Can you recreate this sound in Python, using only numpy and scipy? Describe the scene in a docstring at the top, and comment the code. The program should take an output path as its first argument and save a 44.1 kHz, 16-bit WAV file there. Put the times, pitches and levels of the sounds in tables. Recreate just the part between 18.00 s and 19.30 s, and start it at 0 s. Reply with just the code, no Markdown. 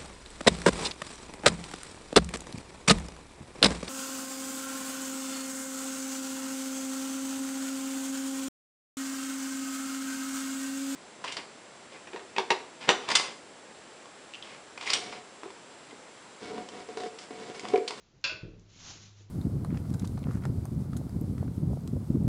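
"""A dull thump, then a sharp clattering knock: a stick shuttle is put down on a wooden hand loom.
The stick lands in a quick run of contacts and rings, and the heavy frame answers with more thumps.
Taut threads tick, cloth slides over the woven rug with a soft rustle, and a low hum swells near
the end. Knocks, thumps and ticks echo briefly in the workroom, over a bed of quiet air."""
import sys
import numpy as np
from scipy import signal
from scipy.fft import rfft, irfft
from scipy.io import wavfile

SR = 44100
rng = np.random.default_rng(int(sys.argv[2]) if len(sys.argv) > 2 else 0)


def unload_audio(sound):
    """Save the sound as a 16-bit wav file, at the path given as the first command line argument."""
    columns = np.transpose(np.atleast_2d(sound))
    # keep every value between -1 and 1, then stretch to whole-number steps
    steps = np.round(np.clip(columns, -1, 1) * 32767)
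    wavfile.write(sys.argv[1], SR, steps.astype(np.int16))


N = 57330
EDGE_HZ = 7520  # treble cutoff


def amp(db):
    return 10 ** (np.asarray(db) / 20)


def unit_rms(x):
    return x / np.sqrt(np.mean(x ** 2) + 1e-20)


def at_hz(points, hz):
    """Reads a table on a log-frequency axis."""
    f, value = np.transpose(points)
    return np.interp(np.log(hz + 1), np.log(f + 1), value)


def fader(points):
    """Draws straight ramps between timed points."""
    return np.interp(np.arange(N) / SR, *np.transpose(points))


def add(mix, s, sound):
    """Mixes a sound in at s seconds."""
    part = mix[round(s * SR):][:len(sound)]
    part += sound[:len(part)]


def coloured(x, spectrum):
    """EQs a steady sound and rolls off its top, at rms 1."""
    hz = np.fft.rfftfreq(N, 1 / SR)
    return unit_rms(irfft(rfft(x) * amp(at_hz(spectrum, hz)) / (1 + (hz / EDGE_HZ) ** 20), N))


def whitened(x):
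    """Flattens the spectrum and keeps the timing."""
    return irfft(np.exp(1j * np.angle(rfft(x))), len(x))


def drift(rate_hz):
    """Smooth random modulation up to about rate_hz, at rms 1."""
    lowpass = np.exp(-(np.fft.rfftfreq(N, 1 / SR) / rate_hz) ** 2)
    return unit_rms(irfft(rfft(rng.standard_normal(N)) * lowpass, N))


def burst(spectrum, t60, tilt_db, pivot_hz, size=8192):
    """One contact: fast-dying noise through a minimum-phase EQ, tilted by tilt_db per octave."""
    t, hz = np.arange(size) / SR, abs(np.fft.fftfreq(size, 1 / SR))
    scatter = rng.standard_normal(size)
    for _ in range(3):
        scatter = whitened(scatter * amp(-60 * t / t60))
    octaves = np.log2(np.clip(hz / pivot_hz, 1 / 4, 4))
    log_gain = np.log(amp(at_hz(spectrum, hz) + tilt_db * octaves))
    colour = np.fft.ifft(np.exp(np.conj(signal.hilbert(log_gain)))).real
    return signal.fftconvolve(scatter[:size // 2], colour[:size // 2])


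# Reverb decay of the workroom (frequency [Hz], t60 [s])
ROOM_DECAY = [(100, 0.8), (400, 0.4), (1000, 0.57), (2000, 0.43), (2650, 0.44), (3300, 0.43), (5000, 0.35),
              (7500, .33)]

def room(x, build_s=.008):
    """Reverb return: scattered reflections, each band dying at its own speed."""
    taps = np.zeros(SR)
    slots = np.arange(0, SR - 10, 10)
    taps[slots + rng.integers(0, 10, len(slots))] = rng.choice([-1., 1.], len(slots))
    hz, t, bands = signal.stft(whitened(taps), SR, nperseg=256)
    tail = signal.istft(bands * amp(-60 * t / at_hz(ROOM_DECAY, hz)[:, None]), SR)[1]
    tail *= np.minimum(np.arange(len(tail)) / SR / build_s, 1)
    return signal.fftconvolve(x, tail / np.linalg.norm(tail))[:N]


# Tone of the room air (frequency [Hz], relative level [dB])
AIR_EQ = [(25, -6.5), (60, -2), (110, -2.5), (190, -8.5), (340, -9), (700, -16), (1500, -20), (3000, -22.5),
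          (6000, -23.5), (7500, -27)]

def air(level_db=-66):
    """Room air: a steady bed of dark noise."""
    return amp(level_db) * coloured(rng.standard_normal(N), AIR_EQ)


# Swell of the hum (time [s], level [dB])
HUM_FADER = [(.45, -81), (.64, -59), (.76, -67.5), (.93, -63.5), (1.03, -56.5), (1.15, -56), (1.3, -54)]

def hum(pitch_hz=101.5, waver=.006):
    """A low sine tone with a slight waver in pitch."""
    cycles = np.cumsum(pitch_hz * (1 + waver * drift(rate_hz=4.7))) / SR
    return amp(fader(HUM_FADER)) * unit_rms(np.sin(2 * np.pi * cycles))


# Stroke of the sliding cloth (time [s], level [dB])
CLOTH_FADER = [(0, -69), (.13, -79.5), (.65, -82.5), (.705, -63), (.75, -61.5), (.80, -53), (.86, -48.5),
               (.905, -46.5), (.95, -51.5), (.99, -55.5), (1.06, -55.5), (1.125, -64.5), (1.165, -66.5),
               (1.205, -62.5), (1.3, -80)]
# Rustle under light and under firm pressure (frequency [Hz], relative level [dB])
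LIGHT_RUB_EQ = [(100, 5.5), (190, 10.5), (330, -8.5), (600, -24.5), (1200, -7), (1800, -6), (3000, -1.5),
                (4200, -1), (5000, -5), (6400, -0.5), (7400, -3)]
FIRM_RUB_EQ = [(60, 3), (120, 7.5), (185, 9.5), (300, 1), (420, -7.5), (650, -1.5), (1100, -1.5),
               (1700, -4.5), (3000, -0.5), (4200, -0.5), (5000, 0.5), (6200, 4), (7400, -0.5)]

def cloth(snags_per_s=2200, flutter_db=0.9):
    """Fibres rub and snag; the mids fill out as the stroke presses harder."""
    level_db = fader(CLOTH_FADER)
    pressure = np.exp((level_db - level_db.max()) / 14)  # 1 at the peak of the stroke
    snags = (rng.random(N) < snags_per_s / SR) * rng.choice([-1, 1], N)
    snags = snags * amp(3 * np.minimum(rng.exponential(1, N), 4))  # a few catch harder
    rub = rng.standard_normal(N) + amp(-10) * unit_rms(snags)
    light = amp(0.5) * coloured(rub, LIGHT_RUB_EQ)
    firm = amp(1) * coloured(rub, FIRM_RUB_EQ)
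    rustle = (1 - pressure) * light + pressure * firm
    return amp(level_db + flutter_db * drift(rate_hz=45)) * rustle


# Cues for the thread ticks (time [s], level [dB])
TICK_CUES = [(0.215, -42), (.596, -34.5), (1.22, -36)]
# Bright tone of one tick (frequency [Hz], level [dB])
TICK_EQ = [(300, -24.5), (1500, -13.5), (4000, -8.5), (6000, 5), (7400, 0.5)]

def threads(wet_db=-2.5):
    """Taut threads flick as they are touched."""
    ticks = np.zeros(N)
    for s, db in TICK_CUES:
        add(ticks, s, amp(db) * burst(TICK_EQ, t60=.012, tilt_db=0, pivot_hz=3000))
    return ticks + amp(wet_db) * room(ticks)


# Soft blows on the frame (time [s], relative level [dB], brightness [dB/octave])
THUMP_CUES = [(.136, -15.5, -5), (0.245, -15, -0.5), (.318, -12.5, 8), (0.341, -16, -6.5), (0.4308, -1, 0),
              (.448, -3.5, -1.5), (.480, -11, 3), (.536, -8, -1.5), (.584, -20, -4), (0.613, -24, 1.5),
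              (.686, -32.5, 6.5), (.760, -21.5, -1), (.953, -20, 4), (1.205, -23, 5.5)]
# Bass-heavy tone of one blow (frequency [Hz], relative level [dB])
THUMP_EQ = [(30, -25), (70, -7), (115, -3), (175, -3.5), (250, -11), (340, -4.5), (490, -12.5),
            (750, -28.5), (1500, -46), (6000, -63.5)]

def frame(thump_db=7, wet_db=-0.5, beam_hz=122.2, sway_hz=37.3):
    """Blows thud through the cloth into the frame and swing its beam."""
    blows, low_end, t = np.zeros(N), np.zeros(N), np.arange(SR) / SR
    beam_envelope = np.minimum(t / 0.0046, 1) * amp(-30.5 - 60 * t / 0.06)
    beam = -beam_envelope * np.sin(2 * np.pi * beam_hz * t)
    for s, db, tilt_db in THUMP_CUES:
        add(blows, s, amp(db + thump_db) * burst(THUMP_EQ, t60=0.038, tilt_db=tilt_db, pivot_hz=159))
        add(low_end, s, amp(db) * beam)
    # a faint, deep sway swells around the loudest thump and dies away
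    sway_envelope = np.minimum(t / 0.074, 1) ** 2 * amp(-40.5 - 60 * t / 0.68)
    add(low_end, 0.39, sway_envelope * np.sin(2 * np.pi * sway_hz * t))
    return blows + amp(wet_db) * room(blows) + low_end


# Contacts of the shuttle (time [s], relative level [dB], brightness [dB/octave])
CLATTER_CUES = [(0.2403, -7, 4.5), (0.242, 0, 5.5), (0.2438, 2, -3), (.2470, -4, 3), (0.2491, 1, 0.5),
                (0.2518, 0.5, -0.5), (0.2625, -9, -10), (0.2775, -26, -5), (0.297, -12.5, 2)]
# Sharp tone of one contact (frequency [Hz], relative level [dB])
CRACK_EQ = [(80, -18.5), (400, -20), (820, -21), (1020, -13.5), (1300, -8), (1560, -1.5), (1780, -8.5),
            (2250, -4), (2650, 7.5), (3020, -9), (3430, 1), (3800, -3.5), (4600, 3), (5000, -2.5),
            (5450, -2.5), (6000, -14), (7100, -12.5), (7700, -26.5)]
# Modes of the stick (frequency [Hz], relative tip level [dB], relative far-end level [dB], t60 [s])
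STICK_MODES = [(552, -16.5, -35, 0.47), (628, -50, -19.5, 0.54), (645, -39, -24, 0.49),
               (1008, -16, -17.5, 0.3), (1398, -7.5, -35, 0.071), (1491, -13.5, -10, 0.33),
               (1599.5, -1.5, -13, 0.16), (2128, -17, -26, 0.34), (2410, -12.5, -24.5, 0.41),
               (2598, -6, -15.5, 0.38), (2707, -14, -17, 0.35), (2660, -4.5, -20.5, 0.39),
               (2818, -4, -19, 0.24), (3410, -10, -13, 0.21), (4143, 7.5, -29, 0.051),
               (4694, -4.5, -20, 0.15)]

def shuttle(crack_db=-1.5, wet_db=-0.5, ring_db=-30.5, attack_s=0.0032):
    """The stick clatters down, ringing as its tip lands and again as its far end settles."""
    cracks, ring, t = np.zeros(N), np.zeros(N), np.arange(SR) / SR
    for s, db, tilt_db in CLATTER_CUES:
        crack = amp(crack_db + db) * burst(CRACK_EQ, t60=0.011, tilt_db=tilt_db, pivot_hz=2890)
        add(cracks, s, crack)
        add(cracks, s, amp(wet_db) * room(crack))
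    land_s, settle_s = CLATTER_CUES[0][0], .293
    for hz, tip_db, end_db, t60 in STICK_MODES:
        for s, db in (land_s, tip_db), (settle_s, end_db):
            envelope = np.minimum(t / attack_s, 1) * amp(ring_db + db - 60 * t / t60)
            add(ring, s, envelope * np.sin(2 * np.pi * (hz * t + rng.random())))
    return cracks + ring


def scene():
    """Mono mix of the loom over quiet room air."""
    return (air() + shuttle() + frame() + threads() + cloth() + hum())[None]


def record(dry):
    """A steep low-pass on the whole mix."""
    lowpass = signal.firwin(171, EDGE_HZ, window=("kaiser", 7), fs=SR)
    return signal.oaconvolve(dry, lowpass[None], "same")


dry = scene()
out = record(dry)
unload_audio(out)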